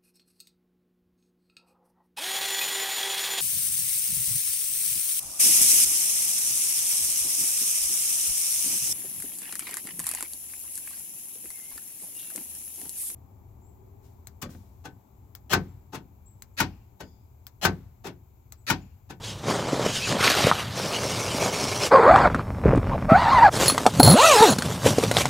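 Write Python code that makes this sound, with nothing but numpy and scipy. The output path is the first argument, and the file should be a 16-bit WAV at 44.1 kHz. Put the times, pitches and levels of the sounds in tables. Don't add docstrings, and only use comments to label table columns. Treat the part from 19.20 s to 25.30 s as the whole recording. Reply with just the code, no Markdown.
import sys
import numpy as np
from scipy import signal
from scipy.fft import rfft, irfft, next_fast_len
from scipy.io import wavfile
from scipy.ndimage import uniform_filter1d, map_coordinates

SR = 44100
rng = np.random.default_rng(int(sys.argv[2]) if len(sys.argv) > 2 else 0)


def generate_wav(sig):
    pcm = np.round(np.clip(np.atleast_2d(sig).T, -1, 1) * 32767).astype(np.int16)
    wavfile.write(sys.argv[1], SR, pcm)


N = 268965
TIME = np.arange(N) / SR

# time in seconds, teeth per second, effort in dB.
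FLAP_UP = [(2.712, 453, -17.5), (2.754, 584, -6.5), (2.788, 485, -14.5), (2.812, 453, -12.5),
           (2.86, 463.7, -14.5), (2.896, 620, -6.5), (2.926, 714, -15.5), (2.948, 740.1, -11),
           (2.992, 968.8, -23), (3.054, 724.9, -17), (3.074, 571.8, -17)]
FLAP_ACROSS = [(3.892, 599, -10), (3.904, 659.7, -13), (3.93, 647, -10.5), (3.954, 742.9, -9),
               (3.992, 941, -19), (4.03, 995.6, -23), (4.072, 874.6, -16), (4.136, 1078, -16),
               (4.188, 949, -8), (4.208, 874, -18), (4.23, 958, -8), (4.264, 782, -8.5), (4.29, 638, -21)]
WINDOW_DOWN = [(4.83, 60.3, -8), (4.856, 86.2, -14), (4.94, 201.4, -8.5), (4.97, 334.7, -17),
               (5.004, 496.9, -13), (5.044, 655.5, -9), (5.074, 670.4, -16), (5.122, 559.5, -11),
               (5.176, 413.2, -16), (5.238, 452.4, -7.5), (5.27, 345.7, -15), (5.298, 251.4, -18),
               (5.335, 131.3, -23)]
# frequency in Hz, relative gain in dB.
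WALL = [(40, -11.5), (130, -3), (300, 1), (450, 1), (800, 7), (1250, 5.5), (1700, -3.5), (2400, -11),
        (3000, -48), (6000, -104)]
ROOF = [(40, 1.5), (110, -19), (200, -9.5), (450, -11), (780, 3), (950, -5.5), (1250, 0.5), (1700, -10),
        (2400, -14.5), (3000, -37), (6000, -48)]
# frequency in Hz, relative gain in dB.
SCREENED = [(1500, -60), (2600, -5), (4500, 1), (5600, -13.5), (8000, -13.5), (11000, -26), (16000, -41)]
OPEN = [(1500, -54), (2600, -1.5), (4000, 2.5), (5000, -4), (7000, -1), (10000, -7.5), (12500, -14.5),
        (16000, -22)]
# pitch in Hz, relative level in dB.
SINGING = [(60, -11), (130, 7), (200, 2), (300, -10), (420, -8.5), (600, -2.5), (900, -0.5), (1300, -2.5),
           (2000, -10)]
ZIP_ATTACK_S, ZIP_RELEASE_S = 0.0094, 0.0048
ODD_LOSS_DB = 3
STEADYING = 1


def zipper(stroke, panel, hiss_colour, waver, rough, jerk_db, note_db, note_grows, octave_db,
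           overtone_db, fall_db, rasp_db, rasp_grows, hiss_db, hiss_per_octave_db, hiss_db_per_s, puff_s):
    teeth, effort_db = curves(stroke)
    gate = envelope(stroke[0][0] + ZIP_ATTACK_S, stroke[-1][0], ZIP_ATTACK_S, ZIP_RELEASE_S)
    push_db = effort_db - np.average(effort_db, weights=gate)
    from_middle = np.clip(TIME - np.average(TIME, weights=gate), -.5, .5)
    speed_db = hiss_per_octave_db * np.log2(teeth / teeth.max())
    scrape_db = hiss_db + speed_db + hiss_db_per_s * from_middle
    turns = np.cumsum(teeth * (1 + waver * wobble(150))) / SR
    uneven = rough * amp(-STEADYING * push_db)

    def jerks():
        return unit(amp(jerk_db * wobble(50)))

    first = amp(along(SINGING, teeth))
    octave = amp(along(SINGING, 2 * teeth) + octave_db)
    pair = first * jerks() * ragged(turns, uneven, 260)
    pair += octave * jerks() * ragged(2 * turns, 2 * uneven, 260)
    note = amp(note_db + note_grows * push_db) * pair / np.hypot(first, octave)

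    for k in range(3, 7):
        level_db = scrape_db + overtone_db - fall_db * (k - 5) - ODD_LOSS_DB * (k % 2)
        note += amp(level_db) * jerks() * ragged(k * turns, 1.36 * k * rough, 75 * k)

    tooth = np.diff(np.floor(turns), prepend=0) * np.sqrt(SR / teeth)
    strengths = 0.26 * rng.standard_normal(N) + 0.45 * wobble(300)
    kicks = tooth * strengths + .5 * grains(260, 1.9, 0.66)
    rasp = unit(colour(kicks, panel))

    lives = 1 / (teeth * puff_s)
    even_power = np.sqrt(2 * lives / (1 - np.exp(-2 * lives)))
    puffs = np.exp(-lives * (turns % 1)) * even_power * amp(0.87 * wobble(160))
    friction = colour(puffs * grains(3000, 3.9, 0.06), hiss_colour)
    hiss = unit(patchy(friction, depth_db=3.5))
    return gate * (note + amp(rasp_db + rasp_grows * push_db) * rasp + amp(scrape_db) * hiss)


# frequency in Hz, relative gain in dB.
CLICK = [(120, -23), (500, 19), (1100, -1.5), (2000, -27.5), (4000, -2), (9000, -25), (15000, -31)]


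def slow_teeth(stroke, click_db, merge_hz, click_s):
    teeth, effort_db = curves(stroke)
    moving = (TIME >= stroke[0][0]) & (TIME <= stroke[-1][0])
    turns = np.cumsum(teeth * moving) / SR
    since_tooth = (turns % 1) / teeth
    clicks = np.exp(-since_tooth / click_s) * amp(3.0 * wobble(120)) * moving
    level = amp(effort_db + click_db) / (1 + (teeth / merge_hz) ** 4)
    return level * clicks * unit(colour(rng.standard_normal(N), CLICK))


# frequency in Hz, relative gain in dB.
HEAVE = [(15, -44), (25, -24), (108, 3.5), (204, 0.5), (300, -6.5), (390, -23), (660, -120)]
CRUMPLE = [(120, -29.5), (200, -10), (418, 1), (459, -1.5), (578, 2.5), (726, -3), (1120, -4), (1950, -16),
           (2400, -16.5), (3120, -35.5), (5280, -120)]
# frequency in Hz, relative gain in dB.
CLOTHES = [(1000, -13), (1700, -5.5), (2150, -9.5), (2720, -2), (2820, 0), (7210, -3.5), (13900, -20.5),
           (16000, -27)]
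GRIP = [(470, -30), (800, 4.5), (873, -3.5), (1240, 1.5), (2000, -4), (3300, -1), (4930, -7.5),
        (12600, -24), (14800, -28), (16000, -56)]
HEM = [(1000, -33.5), (1700, -9.5), (1960, -9.5), (2130, 1.5), (2570, -0.5), (3100, -1.5), (3840, -4),
       (5600, -1), (7010, -7.5), (9920, -13), (14700, -25.5), (16000, -27)]
SWISH = [(820, -44), (1400, -2.5), (1810, -1.5), (2630, 2.5), (3650, 0), (7530, -7.5), (12900, -19.5),
         (15200, -25), (16000, -50)]


def cloth(name, weave_colour, crease_rate, crease_share, crisp_share, bright_db, sub_db, uneven_db):
    heaving, crumpling, swishing = motion(name)
    rumble = colour(rng.standard_normal(N), HEAVE)
    heave = unit(colour(rumble, [(35, sub_db), (130, 0)]))
    creases = grains(crease_rate, 4.5, crease_share)
    crumple = unit(colour(creases, CRUMPLE))
    rubbing = grains(900, 0.76, crisp_share) + 0.53 * creases
    weave = patchy(colour(rubbing, weave_colour), depth_db=2.5)
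    swish = unit(colour(weave, [(2500, 0), (14000, bright_db)]))
    grip = amp(1.2 * wobble(70) + uneven_db * wobble(22))
    return grip * (heaving * heave + crumpling * crumple + swishing * swish)


# start in seconds, length in seconds, which cloth,
# heave level in dB, crumple level in dB, swish level in dB.
MOVES = [(0.057, 0.043, "clothes", -58, -63, -40), (0.1, 0.12, "clothes", -48, -62, -49),
         (0.288, 0.026, "clothes", -28.5, -25.5, -32), (0.364, .32, "clothes", -34, -29.5, -36.5),
         (0.678, 0.22, "clothes", -41.5, -41, -30), (0.921, 0.038, "clothes", -30, -28, -36),
         (1.015, 0.027, "grip", -37, -31.5, -26), (1.067, 0.05, "grip", -42, -29, -20),
         (1.176, 0.1, "grip", -37, -26, -23.5), (1.348, 0.051, "grip", -42, -37, -31),
         (1.44, 0.21, "grip", -40.5, -46, -39.5), (1.591, 0.66, "hem", -38, -32, -32.5),
         (2.24, .03, "hem", -34, -27, -30), (2.344, 0.21, "hem", -35.5, -31, -31),
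         (2.635, 0.0083, "hem", -36, -25.5, -25), (2.919, 0.27, "slack", -27.5, -33.5, -49.5),
         (3.262, 0.68, "slack", -29.5, -41, -59), (3.468, 0.096, "slack", -19.5, -28, -52),
         (3.646, 0.17, "slack", -28.5, -35.5, -53), (3.916, 0.35, "slack", -30.5, -48, -64),
         (4.358, 0.32, "wall", -33.5, -32.5, -35), (4.424, 0.066, "wall", -50, -28, -29),
         (4.769, .03, "wall", -21.5, -33, -33), (5.347, 0.73, "wall", -31.5, -35.5, -37.5),
         (5.677, 0.036, "wall", -24, -27.5, -29.5), (5.983, 0.017, "wall", -29, -25.5, -24)]
MOVE_ATTACK_S, MOVE_RELEASE_S = 0.037, 0.039


def motion(*cloths):
    power = np.zeros((3, N))
    for s, length, name, *levels in MOVES:
        if name in cloths:
            shape = envelope(s, s + length, MOVE_ATTACK_S, MOVE_RELEASE_S)
            power += np.outer(amp(levels) ** 2, shape ** 2)
    return np.sqrt(power)


# start in seconds, swing level in dB,
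# nominal panel pitch in Hz, crack level in dB relative to the swing, before a common trim.
SNAPS = [(0.530, -11, 330, -23), (0.595, -14, 570, -16), (0.662, -10, 576, -13), (1.078, -1.5, 2870, -28),
         (1.245, -9.5, 141, -34), (1.269, -4.5, 457, -5.5), (1.314, -1, 1240, -22), (2.96, 2.5, 1160, -22),
         (3.1, -17, 1300, -22), (3.146, -8.5, 1240, -14), (3.194, -15.5, 1030, -34), (3.456, -3, 390, -48),
         (3.532, -6, 397, -34), (3.557, -19, 264, -8), (3.574, -9, 304, -21), (3.918, 0.5, 205, -46),
         (4.498, -8.5, 930, 5.5), (4.579, -6, 1120, 0.5), (4.656, -9, 850, -17), (4.664, 4.5, 867, -5.5),
         (4.796, -2, 223, -22), (4.801, 4, 736, -13), (4.827, -11, 366, -19), (4.876, 0.5, 636, -22),
         (5.204, -11.5, 195, -9), (5.385, -14, 260, 6), (5.422, -14.5, 1770, 5), (5.661, -2, 505, -10),
         (5.783, -4.5, 495, -6.5), (5.836, -8, 476, 0), (5.913, -10.5, 600, 7.5), (5.967, -9, 760, -5),
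         (5.969, -1, 2927, -13), (6.016, -19, 706, 12), (6.055, -9, 1140, 2.5)]


def snaps(cycles, crack_t60, crack_rise_s, crack_db, thud_db):
    out, cracks = np.zeros(N), np.zeros(N)
    t = np.arange(SR // 12) / SR
    crack_shape = (1 - np.exp(-t / crack_rise_s)) * amp(-60 * t / crack_t60)
    for s, db, hz, rel_db in SNAPS + flicks():
        age = t * (hz + 150) / cycles
        swing = 0
        for ratio, size in [(.6, 0.24), (1, 0.75), (1.6, 0.12)]:
            cycle = ratio * (hz * t * rng.uniform(0.78, 1.247) - .7)
            swing = swing + size * np.sin(2 * np.pi * cycle)
        thud = amp(thud_db - 60 * t / 0.095) * np.sin(2 * np.pi * rng.uniform(107, 260) * t)
        add(out, s, amp(db) * (swing * age * np.exp(1 - age) + thud))
        add(cracks, s, amp(db + rel_db + crack_db) * crack_shape * rng.standard_normal(len(t)))
    out += colour(cracks, [(200, -13), (1200, 5.5), (4000, 2), (9000, -1), (15000, -20)])
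    return signal.sosfilt(signal.butter(2, 75, "high", fs=SR, output="sos"), out)


FLICKS_PER_S, FLICK_DB, FLICK_HZ, FLICK_CRACK_DB = 7, 9, 605, 0.5


def flicks():
    _, crumpling, _ = motion("clothes", "grip", "hem", "wall")
    rows = []
    for when, size, pitch in rng.random((round(FLICKS_PER_S * N / SR), 3)):
        crumple_db = 20 * np.log10(crumpling[int(when * N)] + 1e-6)
        db = crumple_db + FLICK_DB + 6 * (size - .5)
        hz = FLICK_HZ * 2 ** (3 * (pitch - .5))
        rows.append((when * N / SR, db, hz, FLICK_CRACK_DB))
    return rows


# start in seconds, length in seconds, relative level in dB.
JINGLES = [(4.461, .005, -19), (4.481, .025, -4), (4.798, .005, -6.5), (4.831, .1, -1.5),
           (5.305, .005, -16), (5.385, .005, -22)]
# frequency in Hz, mean relative level in dB, 60 dB decay time in seconds.
TAB = [(4223, -0.5, 0.063), (4340, -5.5, 0.12), (5460, -32, 0.091), (6854, -11, 0.077), (7540, -12, .05),
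       (10225, 0.5, .11), (14100, -16, .06), (14020, -13, 0.08)]
RATTLE_PER_S, RATTLE_QUICKENS_PER_S2 = 55, 500
RATTLE_FADE_DB_PER_S, REBOUND_LOSS_DB = 68, 5


def pull_tab():
    out, t = np.zeros(N), np.arange(SR // 5) / SR

    def chatter():
        return .008 * np.cumsum(rng.standard_normal(len(t))) + rng.random()

    beats = np.floor(RATTLE_PER_S * t + RATTLE_QUICKENS_PER_S2 * t ** 2 / 2)
    strikes = t[np.diff(beats, prepend=-1) > 0]
    for s, length, db in JINGLES:
        for age in strikes[strikes <= length]:
            ring = 0
            for hz, level, t60 in TAB:
                decay = amp(level + rng.normal(0, 1.9) - 60 * t / t60)
                ring = ring + decay * np.sin(2 * np.pi * (hz * t + chatter()))
            tick = amp(-5.0 - 60 * t / 0.037) * rng.standard_normal(len(t))
            fade_db = RATTLE_FADE_DB_PER_S * age + REBOUND_LOSS_DB * (age > 0)
            add(out, s + age, amp(db - 7 + rng.normal(0, 2) - fade_db) * (ring + tick))
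    return out


# centre in seconds, length in seconds,
# nominal pitch in Hz, level in dB, roughness from 0 to 1.
SQUEAKS = [(0.842, 0.057, 2700, -31.5, 0), (1.76, .06, 3050, -32.5, 1), (3.731, 0.043, 1000, -26.5, 0.9),
           (3.753, 0.018, 720, -21.5, 0.7)]


def squeaks():
    out = np.zeros(N)
    for s, length, hz, db, roughness in SQUEAKS:
        arch = np.exp(-(2 * (TIME - s) / length) ** 2)
        turns = np.cumsum(hz * (.82 + 0.15 * arch)) / SR
        out += amp(db) * arch * ragged(turns, roughness, 390)
    return out


def tent(x, wet_db, t60):
    t = np.arange(SR // 6) / SR
    tail = rng.standard_normal(len(t)) * amp(-60 * t / t60) * (t > .003)
    return x + amp(wet_db) * signal.fftconvolve(x, tail / np.linalg.norm(tail))[:N]


# frequency in Hz, relative gain in dB.
AIR = [(15, -39), (25, -19.5), (114, 2.5), (190, -13.5), (416, -15.5), (503, -12.5), (641, -17.5),
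       (911, -15.5), (2110, -30.5), (2840, -49), (5430, -40), (14800, -45), (16000, -51)]


def outdoors():
    air = amp(-39.5) * unit(colour(rng.standard_normal(N), AIR))
    return air + amp(-68.0) * ragged(5400 * TIME, 0.28, 160)


def ragged(turns, roughness, rate):
    share = np.clip(roughness, 0, 1)
    swing = np.sqrt(2 * (1 - share)) + np.sqrt(share) * (wobble(rate) + 1j * wobble(rate))
    return np.real(swing * np.exp(2j * np.pi * (turns + rng.random())))


def grains(rate, spread_db, share):
    sizes = amp(spread_db * np.clip(rng.standard_normal(N), -2, 2)) * rng.choice([-1, 1], N)
    impulses = unit(sizes * (rng.random(N) < rate / SR))
    share = np.clip(share, 0, 1)
    return np.sqrt(share) * impulses + np.sqrt(1 - share) * rng.standard_normal(N)


def patchy(x, depth_db):
    z = signal.stft(x, nperseg=512)[2]
    field = uniform_filter1d(rng.standard_normal(z.shape), size=5, axis=0)
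    field = uniform_filter1d(field, size=6, axis=1)
    return signal.istft(z * amp(depth_db * unit(field)), nperseg=512)[1][:N]


def colour(x, points):
    size = next_fast_len(N + 8192)
    gain = amp(along(points, np.fft.rfftfreq(size, 1 / SR)))
    cepstrum = irfft(np.log(np.maximum(gain, 1e-6)), size)
    cepstrum[1:size // 2] *= 2
    cepstrum[size // 2 + 1:] = 0
    return irfft(rfft(x, size) * np.exp(rfft(cepstrum)), size)[:N]


def along(points, hz):
    f, db = np.transpose(points)
    return np.interp(np.log(hz + 1), np.log(f), db)


def envelope(start, end, attack_s, release_s):
    before = np.maximum(start - TIME, 0) / attack_s
    after = np.maximum(TIME - end, 0) / release_s
    return np.exp(-before ** 2 - after ** 2)


def curves(rows):
    s, *cols = np.transpose(rows)
    return [np.interp(TIME, s, c) for c in cols]


def wobble(rate):
    return map_coordinates(rng.standard_normal(int(N * rate / SR) + 4), [TIME * rate])


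def amp(db):
    return 10 ** (np.asarray(db) / 20)


def unit(x):
    return x / np.sqrt(np.mean(x ** 2) + 1e-20)


def add(track, s, sound):
    part = track[round(s * SR):][:len(sound)]
    part += sound[:len(part)]


def scene():
    zips = zipper(FLAP_UP, WALL, SCREENED, waver=0.043, rough=0.25, jerk_db=3.0,
                  note_db=-16, note_grows=1.4, octave_db=-11.0, overtone_db=-16, fall_db=4,
                  rasp_db=-16, rasp_grows=.15,
                  hiss_db=-37.5, hiss_per_octave_db=4.5, hiss_db_per_s=-10.5, puff_s=0.0015)
    zips += zipper(FLAP_ACROSS, ROOF, SCREENED, waver=0.019, rough=0.15, jerk_db=2,
                   note_db=-16.5, note_grows=1.49, octave_db=-8, overtone_db=-11, fall_db=5.5,
                   rasp_db=-20.0, rasp_grows=.27,
                   hiss_db=-36, hiss_per_octave_db=10.5, hiss_db_per_s=12, puff_s=0.0012)
    zips += zipper(WINDOW_DOWN, WALL, OPEN, waver=0.012, rough=0.11, jerk_db=2.4,
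                   note_db=-13.5, note_grows=1.0, octave_db=-3, overtone_db=-9, fall_db=2.0,
                   rasp_db=-24, rasp_grows=0.31,
                   hiss_db=-19.0, hiss_per_octave_db=6, hiss_db_per_s=17, puff_s=0.0073)
    zips += slow_teeth(WINDOW_DOWN, click_db=0.5, merge_hz=189, click_s=0.0032)
    zips = signal.sosfilt(signal.butter(3, 55, "high", fs=SR, output="sos"), zips)

    rustle = cloth("clothes", CLOTHES, crease_rate=230, crease_share=0.47, crisp_share=0.16,
                   bright_db=-5.5, sub_db=-26, uneven_db=1.3)
    rustle += cloth("grip", GRIP, crease_rate=250, crease_share=0.7, crisp_share=0.44,
                    bright_db=4.5, sub_db=-14.5, uneven_db=-0.3)
    rustle += cloth("hem", HEM, crease_rate=300, crease_share=0.4, crisp_share=0.61,
                    bright_db=3.0, sub_db=-6, uneven_db=0.0)
    rustle += cloth("slack", SWISH, crease_rate=200, crease_share=0.82, crisp_share=0.58,
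                    bright_db=-13, sub_db=18.5, uneven_db=0.84)
    rustle += cloth("wall", SWISH, crease_rate=170, crease_share=0.57, crisp_share=0.45,
                    bright_db=11, sub_db=-2, uneven_db=3.2)

    hits = snaps(cycles=0.85, crack_t60=0.015, crack_rise_s=0.0019, crack_db=-1, thud_db=-22.5)
    hits += pull_tab()
    mono = tent(hits, wet_db=-8.5, t60=0.056) + zips + rustle + squeaks() + outdoors()
    return np.array([mono, mono])


TOP_HZ = 15800


def record(dry):
    size = next_fast_len(N + 8192)
    rounded = dry / (1 + np.abs(dry / 1.02) ** 6) ** (1 / 6)
    in_band = np.fft.rfftfreq(size, 1 / SR) < TOP_HZ
    return irfft(rfft(rounded, size) * in_band, size)[:, :N]


dry = scene()
out = record(dry)
generate_wav(out)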